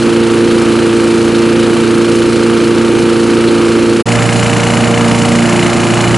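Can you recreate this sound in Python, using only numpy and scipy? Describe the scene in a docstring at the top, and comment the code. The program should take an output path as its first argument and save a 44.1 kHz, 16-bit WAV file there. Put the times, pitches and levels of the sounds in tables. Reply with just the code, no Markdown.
"""A push mower's single-cylinder four-stroke spins a two-ended blade at governed speed on a lawn.
The blade ends pass four times an engine cycle, so the deck hums in a harmonic series. Once a cycle
the exhaust barks and the valves clack; turbulent air rushes through deck and bag, the flywheel fan
whines and a loose guard buzzes. The mower is heard standing, from the handle, then, after a short
break, from the side while it rolls and turns."""
import sys
import numpy as np
from scipy import signal
from scipy.fft import rfft, irfft
from scipy.io import wavfile
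from scipy.ndimage import uniform_filter1d

SR = 44100
rng = np.random.default_rng(int(sys.argv[2]) if len(sys.argv) > 2 else 0)


def file_out(sig):
    """Save sig as 16-bit WAV at sys.argv[1]."""
    # one column per channel
    cols = np.atleast_2d(sig).T
    # limit, then scale
    lim = np.clip(cols, -1, 1)
    pcm = np.round(lim * 32767).astype(np.int16)
    wavfile.write(sys.argv[1], SR, pcm)


N = 272097
T = np.arange(N) / SR
HZ = np.maximum(np.arange(N // 2 + 1) * SR / N, 1)

# harmonics of the blade-pass rate: multiple, level_db
HUM_HANDLE = [(1, -25.5), (2, -16), (3, -11.5), (4, -20), (5, -37)]
HUM_SIDE = [(1, -16), (2, -20), (3, -16), (4, -19), (5, -26)]
# hum tones that swell or sink while rolling: multiple, start_s, attack_s, hold_s, release_s, gain_db
HUM_SWELLS = [(1, 4.57, 1.07, .15, .15, -4), (2, 4.55, 0.36, .53, 0.12, 6.5), (2, 5.66, .08, 0.056, .08, 4)]
# harmonics of the firing rate: multiple, level_db
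EXHAUST_TONES_HANDLE = [(1, -48), (2, -38), (3, -38), (5, -31), (6, -33.5), (7, -32.5), (9, -32),
                        (10, -24.5), (11, -29), (13, -39), (14, -31), (15, -52), (17, -35), (18, -29)]
EXHAUST_TONES_SIDE = [(1, -55), (2, -40), (3, -35), (5, -26.5), (6, -21.5), (7, -29), (9, -30), (10, -31),
                      (11, -29.5), (13, -32), (14, -65), (15, -36), (17, -40), (18, -41)]
# blows within one engine cycle: start_cycles, decay_cycles, relative_bark_db, relative_tick_db
CYCLE_BLOWS = [(.98, 0.069, 8.5, 1), (0.059, 0.077, 2.5, 1), (.155, 0.091, -1, 6), (.33, 0.076, -8, 0),
               (.52, 0.056, -1, 4), (.82, 0.065, -13, -10)]
# spectral envelope of the clatter: frequency_hz, relative_density_db
CLATTER_SPECTRUM_HANDLE = [(350, -36), (560, -4), (750, -2.5), (1000, -3), (1300, 1), (1650, -4),
                           (1950, -7), (2600, -7), (3400, -10), (4400, -10.5), (5700, -16), (7600, -16.5),
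                           (8800, -18.5), (11000, -23)]
CLATTER_SPECTRUM_SIDE = [(440, -17), (570, -1), (700, 2.5), (950, -2), (1250, -1), (1750, -3.5),
                         (2400, -7.5), (3150, -11), (3600, -12.5), (6400, -16.5), (7100, -11.5),
                         (8200, -18), (10000, -21), (11000, -23.5)]
# resonances of shroud and muffler shell: centre_hz, width_hz, lift_db
SHELL_MODES = [(1210, 110, 1.5), (2200, 64, 3.5), (2412, 140, 5), (2667, 90, 4.5), (2943, 160, 7),
               (4090, 45, 6.5), (4340, 75, 4.5), (5190, 100, 2.5), (6170, 54, 6.5), (7630, 120, 2.5),
               (8200, 94, 4.5), (9530, 150, 6.5), (10380, 480, 7)]
# spectral envelope of the air churned under the deck: frequency_hz, relative_density_db
AIR_SPECTRUM_HANDLE = [(20, -24), (70, -24), (120, -9.5), (200, -2.5), (340, 0.5), (480, -2.5),
                       (600, -12.5), (900, -46), (2000, -60)]
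AIR_SPECTRUM_SIDE = [(20, -21), (70, -10), (120, -11.5), (200, 1.5), (330, -4), (420, -9), (540, -8.5),
                     (900, -24), (2000, -62)]
# buzzes of the loose guard: peak_s, level_db
GUARD_BUZZES = [(.236, -28), (.513, -28), (1.359, -23.5), (1.568, -35), (1.638, -26), (3.486, -23)]
# level difference between the ears: frequency_hz, left_minus_right_db
EAR_BALANCE = [(60, 2), (115, -5), (190, -1.3), (340, -2), (610, -2.5), (1080, -1.1), (1930, 1),
               (3450, -0.5), (11000, 0)]
# spectral envelope of the scattering: frequency_hz, relative_gain_db
SCATTER_SPECTRUM = [(60, -1), (190, -8.5), (400, -8), (700, -13), (1100, -13), (2000, -15.5), (4000, -25),
                    (6500, -40), (10000, -15)]

PASSES_PER_CYCLE = 4  # two blade ends, two crank turns
TURN_MIDDLE_S, TURN_LENGTH_S = 5.43, .25


def undb(db):
    """Amplitude grows tenfold every 20 dB."""
    return 10 ** (np.asarray(db) / 20)


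def level(x, db):
    """Normalisation sets the rms level."""
    return x * undb(db) / np.sqrt(np.mean(x ** 2))


def spectrum(points):
    """Interpolation on a log-frequency axis joins points into a dB curve."""
    hz, db = np.transpose(points)
    return np.interp(np.log(HZ), np.log(hz), db)


def colour(x, db):
    """Zero-phase filtering applies a dB gain at each frequency."""
    return irfft(rfft(x) * undb(db), N)


def walk(per_s):
    """Smoothing random steps twice gives a slow fluctuation with a spread near 1."""
    hold = int(SR / per_s)
    steps = rng.standard_normal(4096)[np.arange(N) // hold % 4096]
    return 1.374 * uniform_filter1d(uniform_filter1d(steps, hold), hold)


def per_cycle(cycle):
    """Sample and hold: one random value for each engine cycle."""
    return rng.standard_normal(512)[np.floor(cycle).astype(int) % 512]


def periodic_noise(cycle, size=1536):
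    """Equal harmonics in random phase make a dense rattle that repeats every cycle."""
    period = irfft(np.exp(2j * np.pi * rng.random(size // 2 + 1)), size * 8)
    return level(np.interp(cycle % 1, np.arange(size * 8) / (size * 8), period), 0)


def cavity_phase(hz, centre_hz, width_hz):
    """A tone's phase lag rises as its frequency crosses a cavity resonance."""
    return 2 * np.arctan(2 * (hz - centre_hz) / width_hz)


def at_ears(tones, rush, scatter_db, size=2048):
    """Scattering from lawn, handle and bag makes the rush differ between the ears."""
    echoes = irfft(np.exp(2j * np.pi * rng.random(size // 2 + 1)))
    scattered = colour(signal.fftconvolve(rush, echoes)[:N], spectrum(SCATTER_SPECTRUM) + scatter_db)
    tilt_db = spectrum(EAR_BALANCE) / 2
    return np.array([colour(tones + rush, sign * tilt_db) + sign * scattered for sign in (1, -1)])


def turned():
    """A linear ramp, 0 to 1, tells how far the mower has turned."""
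    return np.clip((T - TURN_MIDDLE_S) / TURN_LENGTH_S + .5, 0, 1)


def reflection_notch(rush, centre_hz=444, width_hz=85, depth_db=-3):
    """Interference with a reflection thins the low middle of the rush until the mower turns."""
    thin = colour(rush, depth_db * np.exp(-((HZ - centre_hz) / width_hz) ** 2))
    return thin + turned() * (rush - thin)


def rolling_gain_db(multiple, hz, before_hz=350, after_hz=500, width_hz=77, depth_db=-12):
    """Direct and reflected hum cancel in a notch that rises in the turn; single tones swell or sink."""
    notch_hz = before_hz + turned() * (after_hz - before_hz)
    gain_db = depth_db * np.exp(-((hz - notch_hz) / width_hz) ** 2)
    for tone, start, attack, hold, release, db in HUM_SWELLS:
        if tone == multiple:
            gain_db += np.interp(T, start + np.cumsum([0, attack, hold, release]), [0, db, db, 0])
    return gain_db


def guard_buzz(centre_hz, width_hz, half_length_s):
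    """The loose guard's thin sheet metal chatters in brief bursts around one broad resonance."""
    bursts = sum(undb(db) * np.exp(-((T - peak_s) / half_length_s) ** 2) for peak_s, db in GUARD_BUZZES)
    resonance_db = -20 * np.log10(1 + (2 * (HZ - centre_hz) / width_hz) ** 2)
    return bursts * level(colour(rng.standard_normal(N), resonance_db), 0)


def fan_whine(cycle, db, vanes=16):
    """The flywheel whines at its vane-pass frequency; each vane passes twice a cycle."""
    vane_phase = 2 * np.pi * 2 * vanes * cycle
    return np.sqrt(2) * undb(db + 2 * walk(12)) * np.sin(vane_phase)


def deck_air(cycle, points, db, chop):
    """Turbulence under the deck is amplitude-modulated by the passing blade."""
    gusts = rng.standard_normal(N) * (1 + chop * np.cos(2 * np.pi * PASSES_PER_CYCLE * cycle))
    return level(colour(gusts, spectrum(points)), db)


def clatter(cycle, points, db, bark_gain_db, tick_gain_db, chop, rise_cycles=.0095):
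    """Deck rattle, exhaust bark and valve ticks stand out of a steady rasp and excite the shell modes."""
    rattle_power = (1 + chop * np.cos(2 * np.pi * PASSES_PER_CYCLE * (cycle - .1))) ** 2
    bark_power, tick_power = 1, 1
    for start, decay, bark_db, tick_db in CYCLE_BLOWS:
        age = (cycle - start) % 1
        blow = (1 - np.exp(-age / rise_cycles)) * np.exp(-age / decay)
        blow *= undb(1.1 * per_cycle(cycle - start))
        bark_power += (blow * undb(bark_gain_db + bark_db)) ** 2
        tick_power += (blow * undb(tick_gain_db + tick_db)) ** 2
    # the deck carries the low middle, gas the high middle, metal contact the treble
    low = 1 / (1 + (HZ / 1550) ** 4)
    treble = 1 / (1 + (3600 / HZ) ** 10)
    middle = (1 - low) * (1 - treble)
    layers = (rattle_power, low, .35), (bark_power, middle, .55), (tick_power, treble, .22)
    mix = 0
    for power, band, share in layers:
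        # a share of the power repeats with the machinery, the rest is fresh turbulence
        grit = np.sqrt(share) * periodic_noise(cycle) + np.sqrt(1 - share) * rng.standard_normal(N)
        pulsing = level(grit * np.sqrt(power), 0) * undb(.58 * walk(25))
        mix += rfft(pulsing) * np.sqrt(band)
    shell_db = sum(lift / (1 + (2 * (HZ - hz) / width) ** 2) for hz, width, lift in SHELL_MODES)
    return level(colour(irfft(mix, N), spectrum(points) + shell_db), db)


def exhaust_note(cycle, tones, muffler_hz, width_hz, lag_cycles, uneven_db):
    """One puff a cycle, uneven in strength, drives the muffler resonance at the firing harmonics."""
    note, firing_hz = 0, np.mean(np.diff(cycle)) * SR
    for multiple, db in tones:
        muffler_lag = cavity_phase(multiple * firing_hz, muffler_hz, width_hz)
        note += undb(db) * np.cos(2 * np.pi * multiple * (cycle - lag_cycles) - muffler_lag)
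    return np.sqrt(2) * note * undb(uneven_db * walk(29))


def blade_hum(cycle, tones, deck_hz, width_hz, lag_cycles, flutter_db, rolling=False):
    """Periodic forcing: each blade end thumps the air past the chute, and the deck rings after it."""
    hum, firing_hz = 0, np.mean(np.diff(cycle)) * SR
    for multiple, db in tones:
        order = PASSES_PER_CYCLE * multiple
        hz = order * firing_hz
        if rolling:
            db = db + rolling_gain_db(multiple, hz)
        phase = 2 * np.pi * order * (cycle - lag_cycles) - cavity_phase(hz, deck_hz, width_hz)
        hum += undb(db + flutter_db * walk(14)) * np.cos(phase)
    return np.sqrt(2) * hum


def engine_cycles(rpm, zero_s, waver_rpm=5):
    """Phase, in engine cycles, is the integral of a speed that wavers with uneven firings."""
    wavering_rpm = rpm + waver_rpm * walk(14)
    count = np.cumsum(wavering_rpm) / 120 / SR  # 60 s a minute, two crank turns a cycle
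    return count - np.interp(zero_s, T, count)


def mower_from_handle(mean_rpm=3442.3, hunt_rpm=6.5, hunt_period_s=2.3, crest_s=2.22):
    """Behind the bag the deck booms and the engine lies in acoustic shadow; the governor hunts slowly."""
    rpm = mean_rpm + hunt_rpm * np.cos(2 * np.pi * (T - crest_s) / hunt_period_s)
    cycle = engine_cycles(rpm, zero_s=.0227)
    hum = blade_hum(cycle, HUM_HANDLE, deck_hz=356.6, width_hz=74, lag_cycles=.1284, flutter_db=-.07)
    note = exhaust_note(cycle, EXHAUST_TONES_HANDLE, muffler_hz=298.5, width_hz=59,
                        lag_cycles=.395, uneven_db=2)
    rush = clatter(cycle, CLATTER_SPECTRUM_HANDLE, db=-19.5, bark_gain_db=5, tick_gain_db=4.5, chop=.35)
    rush += deck_air(cycle, AIR_SPECTRUM_HANDLE, db=-17, chop=.24)
    rush += guard_buzz(centre_hz=3760, width_hz=1500, half_length_s=.015)
    return at_ears(hum + note + fan_whine(cycle, db=-36), rush, scatter_db=-1.5)


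def mower_from_side(start_rpm=3512, rolling_from_s=4.06, sag_rpm_per_s=11.5):
    """Beside the deck the muffler radiates along a direct path; the load of the grass slows the crank."""
    rpm = start_rpm - sag_rpm_per_s * np.maximum(T - rolling_from_s, 0)
    cycle = engine_cycles(rpm, zero_s=4.085)
    hum = blade_hum(cycle, HUM_SIDE, deck_hz=198, width_hz=57,
                    lag_cycles=.193, flutter_db=.8, rolling=True)
    note = exhaust_note(cycle, EXHAUST_TONES_SIDE, muffler_hz=317, width_hz=46,
                        lag_cycles=.238, uneven_db=1.5)
    rush = clatter(cycle, CLATTER_SPECTRUM_SIDE, db=-15.5, bark_gain_db=7.5, tick_gain_db=5, chop=.15)
    rush += deck_air(cycle, AIR_SPECTRUM_SIDE, db=-17.5, chop=.56)
    return at_ears(hum + note + fan_whine(cycle, db=-34), reflection_notch(rush), scatter_db=.5)


def scene():
    """Directivity: one mower sounds different from two places, with a short silence between them."""
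    fade_out = np.interp(T, [4.008, 4.026], [1, 0])
    fade_in = np.interp(T, [4.056, 4.067], [0, 1])
    return fade_out * mower_from_handle() + fade_in * mower_from_side()


def record(dry):
    """Soft saturation rounds the highest peaks, and a steep low-pass cuts the top of the treble."""
    ceiling, cutoff_hz = .96, 11050
    rounded = dry / (1 + np.abs(dry / ceiling) ** 8) ** (1 / 8)
    return signal.sosfilt(signal.ellip(12, .1, 80, cutoff_hz, fs=SR, output="sos"), rounded)


dry = scene()
out = record(dry)
file_out(out)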